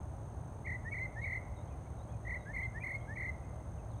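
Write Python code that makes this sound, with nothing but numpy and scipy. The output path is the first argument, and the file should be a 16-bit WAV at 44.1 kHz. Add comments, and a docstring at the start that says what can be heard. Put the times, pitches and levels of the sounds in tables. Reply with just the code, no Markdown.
"""A palm grove at dawn. Near the microphone a bird sings two phrases of short trilled whistles,
most led in by a soft rising slur, and the trees give back a faint tail. Small birds chirp deeper
in the grove, the wing strokes of three insects or so make a steady buzz, and there is one dry tick,
as of a frond. A distant town rumbles and hums underneath."""
import sys
import numpy as np
from scipy import signal
from scipy.fft import rfft, irfft
from scipy.io import wavfile
from scipy.ndimage import uniform_filter1d

SR = 44100
rng = np.random.default_rng(int(sys.argv[2]) if len(sys.argv) > 2 else 0)


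def wrap_up_sound(samples):
    """Save the sound to the file named by the first command line argument, as 16-bit audio."""
    columns = np.atleast_2d(samples).T
    # keep every value between -1 and 1, then stretch to whole-number steps
    tamed = np.clip(columns, -1, 1)
    steps = np.round(tamed * 32767).astype(np.int16)
    wavfile.write(sys.argv[1], SR, steps)


N = 176400

# Spectral shape of the distant town's rumble: frequency_hz, density_db
RUMBLE_SPECTRUM = [(20, -35.5), (30, -18.5), (48, -4), (68, 1.5), (100, -2), (125, -6.5), (160, -9.5),
                   (200, -19.5), (300, -33)]
# Spectral shape of far traffic and still air: frequency_hz, density_db
AIR_SPECTRUM = [(120, 1), (230, 1), (330, -1), (470, -3.5), (610, 1), (760, -1), (1000, -5.5), (1500, -16),
                (2000, -23), (2800, -30.5), (3900, -32.5), (4900, -39.5), (7400, -37.5), (9300, -33.5),
                (10300, -46.5), (12000, -41), (15500, -46)]
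# Machine hum from the town: pitch_hz, level_db
HUM_TONES = [(112, -51), (587, -70)]
# Insect buzzes: strokes_per_s, pitch_hz, glide_hz, arch_hz, scatter_hz, sharpness, level_db
INSECT_BUZZES = [(45.1, 6370, -480, 0, 110, 1.4, -75), (43, 6250, -400, 0, 181, 0.7, -82.5),
                 (61.7, 9060, 158, 330.5, 71, 1.1, -79), (57.6, 8360, -450, 0, 210, 0.37, -80)]
# Spectral shape of the dry tick: frequency_hz, density_db
TICK_SPECTRUM = [(4000, -10), (7000, -2), (11000, 2), (15000, -5)]
# Chirps far off in the trees: start_s, length_s, first_hz, middle_hz, last_hz, relative_db
FAR_CHIRPS = [(1.205, .06, 4050, 3820, 4000, 1), (1.562, .068, 3950, 3690, 4020, 1),
              (1.67, .03, 3000, 3250, 3600, -4), (1.703, .04, 2650, 2450, 2440, 3),
              (1.858, .024, 2200, 2200, 2170, 4), (1.975, .062, 4050, 3750, 4200, -2),
              (2.082, .034, 3150, 3280, 3600, -2), (2.123, .036, 2650, 2470, 2450, 2),
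              (2.38, .07, 4000, 3800, 3950, -3), (2.625, .03, 3100, 3200, 3400, 1),
              (3.0, .03, 3100, 3250, 3450, -2), (3.43, .034, 2650, 2470, 2420, 0),
              (3.773, .04, 3200, 2620, 2560, -2), (3.895, .06, 4550, 3750, 3100, -7),
              (3.962, .045, 3600, 3720, 3500, -4)]
# Near bird's overtones against its fundamental, before brightness: frequency_hz, relative_db
OVERTONE_SPECTRUM = [(3200, -30), (3600, -40.5), (4000, -39.5), (4250, -31), (4600, -41.5), (5300, -35),
                     (7000, -58), (8500, -38), (10000, -34.5), (10500, -57), (12300, -45.5), (13600, -50),
                     (15000, -59), (15500, -40)]
# Near bird's lead-in slurs: start_s, end_s, from_hz, to_hz, level_db
RISING_SLURS = [(0.845, 0.9, 1710, 1977, -44), (1.155, 1.21, 1696, 1940, -45),
                (2.453, 2.526, 1545, 1875, -50), (2.741, 2.796, 1630, 1980, -45.5),
                (3.072, 3.146, 1580, 1910, -49), (2.249, 2.261, 1860, 2040, -33)]
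# Its trilled notes: open_hz, open_rise_hz, open_softer_db, trill_hz, close_hz, level_db, brightness_db
TRILL_NOTES = [(2120, 310, 8.5, 2040, 2020, -40.5, -3.5), (2220, 110, 4.5, 2094, 2100, -42, -2),
               (2170, 140, 3.5, 2100, 2070, -41, -2), (2000, 400, 4, 2040, 2000, -42, -0.5),
               (2130, 120, 5.5, 2100, 2100, -41, 1), (2370, 220, 11, 2110, 2160, -41, 3),
               (2200, 350, 12, 2070, 2060, -41, 0)]
# Timing of those notes: start_s, one flick_s for each downward flick of the pitch, end_s
TRILL_TIMES = [(.644, .669, .688, .711, .740, .769), (.909, .940, .965, .993, 1.070),
               (1.213, 1.253, 1.275, 1.295, 1.317, 1.343, 1.368, 1.387),
               (2.260, 2.292, 2.315, 2.352, 2.381), (2.530, 2.560, 2.580, 2.615, 2.673),
               (2.802, 2.834, 2.856, 2.879, 2.904, 2.928, 2.975),
               (3.151, 3.171, 3.195, 3.219, 3.240, 3.268, 3.310)]
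# Reflections from close to the microphone: delay_s, relative_db
NEAR_ECHOES = [(.0063, -17.5), (.0145, -16.5)]

RUMBLE_DB, AIR_DB, HUM_WAVER_DB = -45, -53, 3.5
TICK_S, TICK_DB, TICK_DECAY_S = 1.486, -67, .0012
CHIRP_DB, CHIRP_WAVER_HZ = -72, 35
TRILL_RISE_HZ, CLOSING_ARCH_HZ, SAG_HZ_PER_S = 362, 167, 610
WAVER_HZ, FLUTTER_DB, OVERTONE_RASP = 16, 1.9, .38
FLICK_S, FLICK_DIP_DB, PITCH_FALL_S = .002, 12, .006
TAIL_DB, TAIL_T60_S, TAIL_DELAY_S, FAR_TAIL_DB, FAR_TAIL_T60_S = -19, .85, .021, -26.5, 2.4
EDGE_FADE_S, CUTOFF_HZ = .004, 15700


def from_db(db):
    """Decibels to gain."""
    return 10 ** (np.asarray(db) / 20)


def rms_one(x):
    """Scale to unit power."""
    return x / np.sqrt(np.mean(x ** 2) + 1e-20)


def at_hz(points, hz):
    """Read a spectrum in dB on a log-frequency axis."""
    f, db = np.transpose(points)
    return np.interp(np.log(hz), np.log(f), db)


def drift(rate_hz):
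    """Smooth random wander of unit power."""
    pole = np.exp(-2 * np.pi * rate_hz / SR)
    return rms_one(signal.lfilter([1], [1, -2 * pole, pole * pole], rng.standard_normal(N + SR))[SR:])


def coloured(spectrum):
    """Noise of unit power with the given spectrum, dying away beyond its ends."""
    hz = np.arange(N // 2 + 1) * SR / N + 1e-6
    skirts = np.minimum(1, hz / spectrum[0][0]) ** 2 * np.minimum(1, spectrum[-1][0] / hz) ** 4
    return rms_one(irfft(rfft(rng.standard_normal(N)) * from_db(at_hz(spectrum, hz)) * skirts, N))


def swell(t, start, end, attack_s, release_s):
    """Rounded attack, hold and release."""
    rise = np.sin(np.pi / 2 * np.clip((t - start) / attack_s, 0, 1))
    fall = np.sin(np.pi / 2 * np.clip((end - t) / release_s, 0, 1))
    return rise * fall


def span(start, end):
    """Sample numbers and times of a stretch."""
    i = np.arange(int(start * SR), min(int(end * SR), N))
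    return i, i / SR


def phase_of(hz):
    """Phase of a tone that follows a pitch curve."""
    return 2 * np.pi * np.cumsum(hz) / SR


def among_trees(dry, reflections_db=0):
    """Sound reaches the microphone directly, by two close reflections and as a tail from the trees."""
    t = np.arange(2 * SR) / SR
    tail = 0
    for db, t60 in ((TAIL_DB, TAIL_T60_S), (FAR_TAIL_DB, FAR_TAIL_T60_S)):
        scatter = rng.standard_normal(len(t)) * from_db(-60 * t / t60) * (t > TAIL_DELAY_S)
        tail = tail + from_db(db) * scatter / np.linalg.norm(scatter)
    echoes = sum(from_db(db) * np.pad(dry, (round(delay * SR), 0))[:N] for delay, db in NEAR_ECHOES)
    return dry + from_db(reflections_db) * (echoes + signal.fftconvolve(dry, tail)[:N])


def distant_town():
    """Farthest off: low rumble, the wash of traffic and a wavering machine hum."""
    hum = 0
    for hz, db in HUM_TONES:
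        waver = from_db(HUM_WAVER_DB * drift(3.25))
        tone = np.sin(phase_of(hz + 1.27 * drift(4.5)))
        hum += from_db(db) * rms_one(waver * tone)
    return from_db(RUMBLE_DB) * coloured(RUMBLE_SPECTRUM) + from_db(AIR_DB) * coloured(AIR_SPECTRUM) + hum


def insects():
    """A faint, steady buzz: every wing stroke is a short, scratchy, gliding tone."""
    out = np.zeros(N)
    for rate, pitch_hz, glide_hz, arch_hz, scatter_hz, sharpness, db in INSECT_BUZZES:
        progress = (np.cumsum(rate * (1 + .0054 * drift(2.1))) / SR) % 1
        stroke = np.sin(np.pi * progress)
        hz = pitch_hz + glide_hz * (progress - .5) + arch_hz * (stroke - .5) + scatter_hz * drift(600)
        pulses = .54 + stroke ** (2 * sharpness)
        scratch = from_db(2.8 * drift(220))
        out += from_db(db) * rms_one(pulses * scratch * np.sin(phase_of(hz)))
    return out


def far_birds():
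    """Thin curved chirps, made unsteady by distance."""
    out = np.zeros(N)
    flutter, waver = from_db(1.3 * drift(60)), CHIRP_WAVER_HZ * drift(300)
    for start, length, first_hz, middle_hz, last_hz, db in FAR_CHIRPS:
        i, t = span(start, start + length)
        curve = np.polyfit([0, .5, 1], [first_hz, middle_hz, last_hz], 2)
        hz = np.polyval(curve, (t - start) / length) + waver[i]
        envelope = swell(t, start, start + length, attack_s=.009, release_s=.011)
        out[i] += from_db(CHIRP_DB + db) * envelope * np.sin(phase_of(hz))
    return out * flutter


def dry_tick():
    """One tiny bright snap, as of a frond."""
    age = np.arange(N) / SR - TICK_S
    return from_db(TICK_DB) * coloured(TICK_SPECTRUM) * (age > 0) * np.exp(-np.abs(age) / TICK_DECAY_S)


def whistle(hz, brightness_db):
    """The near bird's voice: almost pure, with faint raspy overtones; brightness acts above the third."""
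    phase = phase_of(hz)
    jitter = OVERTONE_RASP * rms_one(signal.lfilter([1], [1, -1.8, .81], rng.standard_normal((9, len(hz)))))
    tone = np.sin(phase)
    for k in range(2, 9):
        db = at_hz(OVERTONE_SPECTRUM, k * hz) + brightness_db * (k > 3)
        tone += from_db(db) * np.sin(k * phase + jitter[k] * k / 3)
    return np.sqrt(2) * tone


def near_slurs():
    """The near bird glides softly upward into most of its notes."""
    out = np.zeros(N)
    waver_hz = 8 * drift(72)
    for start, end, from_hz, to_hz, db in RISING_SLURS:
        i, t = span(start, end)
        hz = np.interp(t, [start, end], [from_hz, to_hz]) + waver_hz[i]
        envelope = swell(t, start, end, attack_s=.037, release_s=.019)
        out[i] += from_db(db) * envelope * whistle(hz, brightness_db=-12)
    return out


def near_trills():
    """Each note opens softly, runs through quick upward scoops that sag, and closes on an arch."""
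    out = np.zeros(N)
    waver, flutter = WAVER_HZ * drift(120), FLUTTER_DB * drift(50)
    for note, (start, *flicks, end) in zip(TRILL_NOTES, TRILL_TIMES):
        open_hz, open_rise_hz, softer_db, trill_hz, close_hz, db, brightness_db = note
        i, t = span(start, end)
        opening, closing = t < flicks[0], t > flicks[-1]
        # runs from 0 to 1, starting again at every flick
        progress = np.interp(t, [start, *flicks, end], np.arange(len(flicks) + 2)) % 1
        scoop = (progress + progress ** 2) / 2 - .42
        hz = trill_hz + TRILL_RISE_HZ * scoop - SAG_HZ_PER_S * (t - flicks[0])
        hz = np.where(opening, open_hz + open_rise_hz * scoop, hz)
        hz = np.where(closing, close_hz - CLOSING_ARCH_HZ * (progress / .567 - 1) ** 2, hz)
        hz = uniform_filter1d(hz, int(PITCH_FALL_S * SR)) + waver[i]
        dips_db = FLICK_DIP_DB * sum(np.exp(-((t - flick) / FLICK_S) ** 2) for flick in flicks)
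        level_db = db + flutter[i] - dips_db - softer_db * opening * (1 - progress ** 4)
        envelope = swell(t, start, end, attack_s=.014, release_s=.017)
        out[i] += from_db(level_db) * envelope * whistle(hz, brightness_db)
    return out


def scene():
    """One microphone: the singer near by, far birds deeper in the trees, insects and town behind."""
    singer = among_trees(near_trills() + near_slurs())
    chirps = among_trees(far_birds(), reflections_db=5)
    return (singer + chirps + insects() + dry_tick() + distant_town())[None]


def record(dry):
    """The microphone signal is eased at both ends and its top is cut steeply."""
    fade = swell(np.arange(N) / SR, 0, N / SR, EDGE_FADE_S, EDGE_FADE_S) ** 2
    lowpass = signal.ellip(12, .1, 80, CUTOFF_HZ, fs=SR, output="sos")
    return signal.sosfilt(lowpass, dry * fade)


dry = scene()
out = record(dry)
wrap_up_sound(out)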